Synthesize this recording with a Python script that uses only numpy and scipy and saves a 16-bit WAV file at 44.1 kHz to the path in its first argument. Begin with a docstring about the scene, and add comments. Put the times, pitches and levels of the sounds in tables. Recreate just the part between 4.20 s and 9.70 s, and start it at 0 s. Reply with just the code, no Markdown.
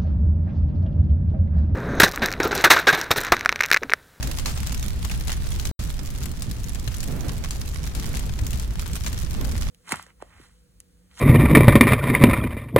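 """Sharp pops of bursting sap, left and right, over the rumble of a big outdoor wood fire close to the mics.
The flames flutter and flare up with a whoomph, and pockets of gas catch with a soft thump. Boiling wood
sizzles and crackles between the pops, some pockets vent a jet of steam, and one crack whistles briefly.
Everything cuts out for a moment after a second and a half."""
import sys
import numpy as np
from scipy.fft import rfft, irfft, next_fast_len
from scipy.io import wavfile
from scipy.ndimage import uniform_filter1d, map_coordinates

SR = 44100
rng = np.random.default_rng(int(sys.argv[2]) if len(sys.argv) > 2 else 0)


def dump_mix(stems):
    """Bounce the given channels to the path in sys.argv[1] as a 16-bit WAV at rate SR."""
    frames = np.atleast_2d(stems).T  # one column per channel
    limited = np.clip(frames, -1, 1)  # hard clip at full scale
    pcm = np.round(limited * 32767).astype(np.int16)
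    wavfile.write(sys.argv[1], SR, pcm)


N = 242550
TIME = np.arange(N) / SR
TOP_HZ = 16000


def amp(db):
    """Decibels to gain."""
    return 10 ** (np.asarray(db) / 20)


def unit(x):
    """Scaled to rms 1."""
    return x / np.sqrt(np.mean(x ** 2) + 1e-20)


def along(points, hz):
    """Read (f/Hz, value) points at hz, on a log axis."""
    f, v = np.transpose(points)
    return np.interp(np.log(hz + 1), np.log(f + 1), v)


def curve(points):
    """Read (t/s, value) points at every sample."""
    return np.interp(TIME, *np.transpose(points))


def wobble(rate):
    """A smooth random curve, rate knots a second."""
    knots = rng.standard_normal(int(N * rate / SR) + 4)
    return map_coordinates(knots, [TIME * rate])


def filtered(x, response):
    """x shaped by a gain that depends on frequency."""
    n = x.shape[-1]
    padded = next_fast_len(n + n // 8)
    gain = response(np.fft.rfftfreq(padded, 1 / SR))
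    return irfft(rfft(x, padded) * gain, padded)[..., :n]


def noise(spectrum, size):
    """Two unrelated noises of rms 1 with the given colour."""
    return unit(filtered(rng.standard_normal((2, size)), lambda hz: amp(along(spectrum, hz))))


def even(x, span):
    """x with its swells slower than span seconds levelled out."""
    power = uniform_filter1d(np.mean(x ** 2, axis=0), int(span * SR))
    return x / np.sqrt(np.abs(power) + 1e-9)


def panned(pan_db):
    """Left and right gains of constant power; positive is left."""
    pair = amp(np.array([[.5], [-.5]]) * pan_db)
    return pair / np.sqrt(np.mean(pair ** 2, axis=0))


def add(track, s, sound):
    """Mix a stereo sound in at s seconds."""
    start = int(np.clip(round(s * SR), 0, N))
    track[:, start:start + sound.shape[1]] += sound[:, :N - start]


# How alike the roar is at the two mics: f/Hz, correlation
ROAR_LIKENESS = [(20, -0.2), (40, 1), (70, 0.55), (130, 0.7), (300, 0.44), (1000, 0.5)]
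# Where the roar sits between them: f/Hz, left over right/dB
ROAR_PAN = [(25, -4.5), (60, 2.5), (125, -4.5), (250, -4), (600, -4), (1500, -6)]
def turbulence(spectrum):
    """Noise of the flame body, partly alike at both mics and mostly leaning right."""
    def mid_side_gains(hz):
        angle = np.arccos(np.clip(along(ROAR_LIKENESS, hz), -1, 1)) / 2
        return np.array([np.cos(angle), np.sin(angle)])
    mid, side = filtered(noise(spectrum, N), mid_side_gains)
    left_right = np.array([mid + side, mid - side])
    return unit(filtered(left_right, lambda hz: panned(along(ROAR_PAN, hz))))


# Flare-ups, when the flames tear and rush: t/s at full strength, hold/s, level/dB
FLARE_UPS = [(0.04, 0.043, -40.5), (2.905, 0.1, -37), (3.057, 0.033, -40.5), (3.761, 0.2, -43.5),
             (4.203, 0.018, -45), (5.197, 0.029, -37)]
def flaring(calm_db=-48, attack_s=0.034, t60=1):
    """Level of the rush in dB: each flare-up catches quickly, holds and dies away over the calm burning."""
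    power = np.full(N, amp(calm_db) ** 2)
    for s, hold, db in FLARE_UPS:
        attack = np.exp(-(np.minimum(TIME - s, 0) / attack_s) ** 2)
        decay = amp(db - 60 * np.maximum(TIME - s - hold, 0) / t60)
        power += (attack * decay) ** 2
    return 10 * np.log10(power)


def whoomphs(pitch_hz=255, octaves_per_s=4, half_width_s=0.052):
    """Each flare-up opens with a narrow, hollow roar that sinks as the ball of flame grows."""
    out = np.zeros(N)
    for s, _, db in FLARE_UPS:
        age = TIME - s - half_width_s / 2
        hz = pitch_hz * 2 ** np.clip(-octaves_per_s * age, -1, 1)
        phase = 2 * np.pi * np.cumsum(hz) / SR
        roar = unit(wobble(140) * np.cos(phase) + wobble(140) * np.sin(phase))
        out += amp(db - 1) * np.exp(-(age / half_width_s) ** 2) * roar
    return out


# Rumble of the plume above the wood: t/s, level/dB
RUMBLE_LEVEL = [(0, -27), (1.4, -25), (2.25, -30.5), (2.55, -27.5), (3.55, -28.5), (4.35, -24.5),
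                (4.75, -28.5), (5.3, -24)]
# Spectra of the plume, its tongues and its rush from close by: f/Hz, level/dB
RUMBLE_SPECTRUM = [(8, -8), (20, 2.5), (36, -6), (53, 1.5), (76, -3), (100, -11), (140, -22.5),
                   (300, -58.5)]
FLUTTER_SPECTRUM = [(60, -25), (110, 3), (150, 1), (210, -4.5), (300, -15.5), (500, -24.5), (1500, -65)]
RUSH_SPECTRUM = [(100, -34), (220, 2), (340, -2.5), (520, -7.5), (900, -15), (1800, -19), (5000, -32)]
def flames():
    """Unsteady burning: the plume rumbles, and flare-ups rush and make the tongues flutter harder."""
    flare_db = flaring()
    rumble = amp(curve(RUMBLE_LEVEL)) * even(turbulence(RUMBLE_SPECTRUM), span=0.117)
    flutter_db = -37 + 0.37 * (flare_db - flare_db.mean()) + 2.4 * wobble(24)
    flutter = amp(flutter_db) * even(turbulence(FLUTTER_SPECTRUM), span=0.1)
    rush = amp(flare_db + 1.3 * wobble(45)) * turbulence(RUSH_SPECTRUM)
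    return rumble + flutter + rush


# Soft thumps of igniting gas, dead centre: t/s, level/dB, f/Hz
GAS_PUFFS = [(2.234, -27, 110), (2.686, -23.5, 125), (3.089, -25.5, 140), (4.228, -18, 90.5)]
def puffs(half_width_s=0.013):
    """Gas that catches all at once shoves the air to and fro a few times."""
    out = np.zeros(N)
    for s, db, hz in GAS_PUFFS:
        phase = 2 * np.pi * np.cumsum(hz * (1 + 0.13 * wobble(70))) / SR
        out += amp(db) * np.exp(-((TIME - s) / half_width_s) ** 2) * np.sin(phase)
    return out


# Slow course of the sizzle down in the wood: t/s, level/dB
BOIL_LEVEL = [(0, -46), (1.3, -45), (1.7, -49), (2.4, -49), (2.75, -46.5), (2.95, -49.5), (3.55, -50.5),
              (3.92, -45.5), (4.17, -51.5), (4.35, -45), (4.53, -49), (4.75, -46.5), (5.5, -46.5)]
def boiling(surge_db=1.0):
    """Level of the boiling in dB, with short random surges and lulls."""
    return curve(BOIL_LEVEL) + surge_db * wobble(12)


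# Spectrum of the sizzle: f/Hz, level/dB
SIZZLE_SPECTRUM = [(200, -4), (600, 5.5), (1200, 4.5), (2500, 3.5), (4500, 2), (6800, -1), (9000, -3.5),
                   (13000, -8.5), (16000, -27)]
def sizzle(boil_db):
    """Wet wood sizzles all the time, flickering differently at each mic."""
    flicker_db = 2.0 * np.array([wobble(160), wobble(140)])
    return amp(boil_db + flicker_db) * noise(SIZZLE_SPECTRUM, N)


# Chirps from one crack, dead centre: t/s, length/s, f/Hz, level/dB
STEAM_CHIRPS = [(0.148, 0.034, 9120, -46.5), (0.203, 0.028, 8870, -48.5), (0.337, 0.034, 8690, -44),
                (0.423, 0.036, 8950, -52)]
def whistle():
    """Steam through a narrow crack sings in short chirps of wavering pitch."""
    out = np.zeros(N)
    for s, length, hz, db in STEAM_CHIRPS:
        swell = np.sin(np.pi * np.clip((TIME - s) / length, 0, 1))
        phase = 2 * np.pi * np.cumsum(hz + 55 * wobble(200)) / SR
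        out += amp(db) * swell * np.sin(phase)
    return out


# Spectra of an opening pocket (hiss and bursts alike) and of a jet's hollow body: f/Hz, level/dB
POCKET_SPECTRUM = [(200, -2.5), (500, -6), (1000, -0.5), (2200, 0.5), (4300, 1), (5200, 0.5), (6600, 1.5),
                   (8500, -3), (12000, -6.5), (16000, -12)]
HOLLOW_SPECTRUM = [(250, 4), (700, 3.5), (1300, 1.5), (2200, -14), (6000, -29)]
# Pockets venting steam, just left of centre: t/s, level/dB, t60 of the hiss/s
STEAM_JETS = [(0.027, -32.5, 0.18), (.259, -28, 0.3), (.374, -33.5, 0.09), (.463, -39, 0.28),
              (0.915, -36.5, 0.25), (1.075, -42, 0.19), (1.119, -36, 0.071), (1.453, -35, 0.15),
              (1.592, -38.5, 0.38), (2.222, -38.5, 0.17), (3.307, -38, 0.37), (3.749, -38, 0.27),
              (4.595, -39.5, 0.06), (4.864, -30.5, 0.088)]
def jets():
    """A burst pocket empties in a sputtering jet; its thin hiss dies before its hollow body."""
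    out = np.zeros((2, N))
    t = np.arange(SR // 3) / SR
    for s, db, t60 in STEAM_JETS:
        sputter_db = 2.2 * unit(uniform_filter1d(rng.standard_normal((2, len(t))), size=120))
        hiss = amp(-60 * t / t60) * noise(POCKET_SPECTRUM, len(t))
        body = amp(-9.0 - 42 * t / t60) * noise(HOLLOW_SPECTRUM, len(t))
        add(out, s, amp(db + sputter_db) * panned(pan_db=1) * (hiss + body))
    return out


def burst(bright_hz, hold, t60, neutral_hz=4590, snap_t60=0.002, tail_t60=0.4):
    """One rupture: a fibre snaps, others tear for hold seconds, and the cavity rings out."""
    t = np.arange(SR // 16) / SR
    # each pocket has its own brightness and broad resonances
    knots_hz = np.geomspace(POCKET_SPECTRUM[0][0], TOP_HZ, num=44)
    tilt_db = 5.5 * np.log2(bright_hz / neutral_hz) * np.log2(knots_hz / neutral_hz)
    resonance_db = 2.6 * rng.standard_normal(len(knots_hz))
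    colour_db = along(POCKET_SPECTRUM, knots_hz) + tilt_db + resonance_db
    tear = noise(np.column_stack([knots_hz, colour_db]), len(t))
    # so small a source radiates little bass
    tear = unit(filtered(tear, lambda hz: 1 - np.exp(-(hz / 480) ** 2)))
    snap = amp(-6 - 60 * t / snap_t60)
    ring = amp(-60 * np.maximum(t - hold, 0) / t60)
    tail = amp(-21 - 60 * t / tail_t60)  # scattered by the stones around the fire
    return tear * (snap + ring + tail)


def crackle(boil_db, per_s=120, spread_db=9.5, width_db=14.5):
    """Small bursts at random moments and places, louder when the wood boils harder."""
    out = np.zeros((2, N))
    for when, size, bright, place, life in rng.random((int(per_s * N / SR), 5)):
        db = boil_db[int(when * N)] + 5 + spread_db * size ** 2
        bright_hz = 5300 * 2 ** (2.1 * (bright - .5))
        tick = burst(bright_hz, hold=0.001 * life, t60=0.012)
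        add(out, when * N / SR, amp(db) * panned(width_db * (2 * place - 1)) * tick)
    return out


# The loudest sap bursts, close to the mics: t/s, level/dB, brightness f/Hz, left over right/dB
SAP_POPS = [(0.028, -25, 5600.0, 2.5), (0.073, -27.5, 5200.0, -5.0), (0.1142, -28, 5100.0, -14),
            (0.1722, -31, 5700.0, -4), (0.1864, -25.5, 5000.0, -3.5), (0.1967, -28.5, 4800.0, 9),
            (0.2584, -24.5, 4440, -1.5), (0.4028, -30.5, 5500.0, -17), (0.465, -32.5, 6500.0, -15),
            (0.4711, -28.5, 6500, 4.0), (0.5214, -29.5, 4800.0, -1.5), (0.5456, -27.5, 5600.0, 1),
            (0.6276, -28.0, 5400.0, -2), (0.6822, -29.5, 5800.0, -23), (0.8272, -31.5, 5000.0, -10.0),
            (0.8494, -27.5, 6040, 18), (0.9137, -27.5, 3740, -18), (1.0087, -31.5, 5900.0, 14),
            (1.073, -29.5, 6600.0, 1.0), (1.081, -26.5, 4600.0, 18.0), (1.0947, -28.0, 3100.0, -8),
            (1.1022, -28.5, 3300.0, 22), (1.1181, -26.5, 4300.0, 3), (1.1276, -27, 4800.0, -3),
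            (1.319, -30, 5400.0, 0.5), (1.3975, -27.5, 5400, 3), (1.4533, -26, 6000.0, 2),
            (1.4714, -31, 5000.0, 0), (1.701, -32, 4800.0, -20), (1.792, -32.0, 3800.0, -21),
            (1.859, -35, 7700.0, 0.5), (2.0342, -31.5, 8900.0, 12.0), (2.0574, -28.5, 6000.0, 19.0),
            (2.1155, -35.5, 6900.0, 10), (2.2214, -26.5, 6100, 4.5), (2.313, -30.5, 7100.0, 15),
            (2.4419, -33.5, 5600.0, 20.0), (2.4848, -34.5, 5000.0, -16), (2.4937, -34, 6500.0, -3.0),
            (2.5477, -31, 5650, 20.0), (2.6765, -27, 3350, 11), (2.746, -33, 5600, 2),
            (2.8043, -27, 6050, 4), (2.8302, -29.5, 4400.0, -20.0), (2.8393, -30.5, 7200.0, 12),
            (3.0078, -32.5, 5000.0, -23.0), (3.0831, -33, 5800.0, -14), (3.0932, -28, 3030, -1),
            (3.2389, -30.5, 4100.0, -23), (3.246, -29.5, 5000.0, 22.0), (3.3081, -26.5, 6040, 1),
            (3.4151, -30, 4800.0, 1.0), (3.4775, -33.5, 4900.0, -21.0), (3.559, -33, 3050, -21.0),
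            (3.6393, -32.5, 5100.0, -5), (3.674, -31.5, 4970, 1), (3.75, -29, 6240, 16),
            (3.7978, -29.5, 6000.0, 2), (3.8638, -35, 5200.0, -9), (3.9546, -32, 5000.0, 1),
            (3.9695, -28, 4500.0, -3), (3.9933, -30, 5000.0, 6), (4.0939, -32.0, 3400.0, 14),
            (4.1903, -30.5, 3670, 13), (4.2667, -28.0, 5900.0, 2), (4.3067, -30, 5500.0, 19),
            (4.331, -34.5, 6600.0, 5.0), (4.3978, -30.5, 5100.0, 5), (4.5947, -28.0, 5800.0, 3),
            (4.6597, -31, 2200.0, 16), (4.7328, -30.5, 5800.0, -1.5), (4.7548, -29.5, 5500.0, -12),
            (4.7641, -29, 4600.0, 18), (4.837, -31.5, 4600.0, -11), (4.8452, -33, 4500.0, 15.0),
            (4.8627, -26, 4700.0, 4), (4.8735, -27.5, 3300.0, -9), (4.8805, -29.5, 5300.0, 11),
            (4.9294, -30.0, 5500.0, 12.0), (4.9768, -34, 4400.0, 4), (4.9883, -31, 6600.0, 0.0),
            (5.249, -29.5, 5700.0, 19.0), (5.314, -33.5, 4500.0, -8), (5.3786, -31.5, 5500.0, 15),
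            (5.4218, -31.5, 3630, -20), (5.4303, -31, 3500.0, 10)]
def pops():
    """Pockets of sap burst, each from its own place in the wood."""
    out = np.zeros((2, N))
    for s, db, bright_hz, pan_db in SAP_POPS:
        add(out, s, amp(db) * panned(pan_db) * burst(bright_hz, hold=0.0005, t60=0.025))
    return out


def scene():
    """At the fireside in the open air: flames above, bursting and boiling wood below."""
    boil_db = boiling()
    wood = pops() + crackle(boil_db) + sizzle(boil_db) + jets() + whistle()
    return flames() + whoomphs() + puffs() + wood


def record(dry):
    """Both channels drop out briefly, and nothing is kept above TOP_HZ."""
    gap_start_s, gap_end_s = 1.514, 1.592
    live = (TIME < gap_start_s) | (TIME > gap_end_s)
    gate = uniform_filter1d(live.astype(float), size=16)
    return filtered(dry * gate, lambda hz: hz < TOP_HZ)


dry = scene()
out = record(dry)
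dump_mix(out)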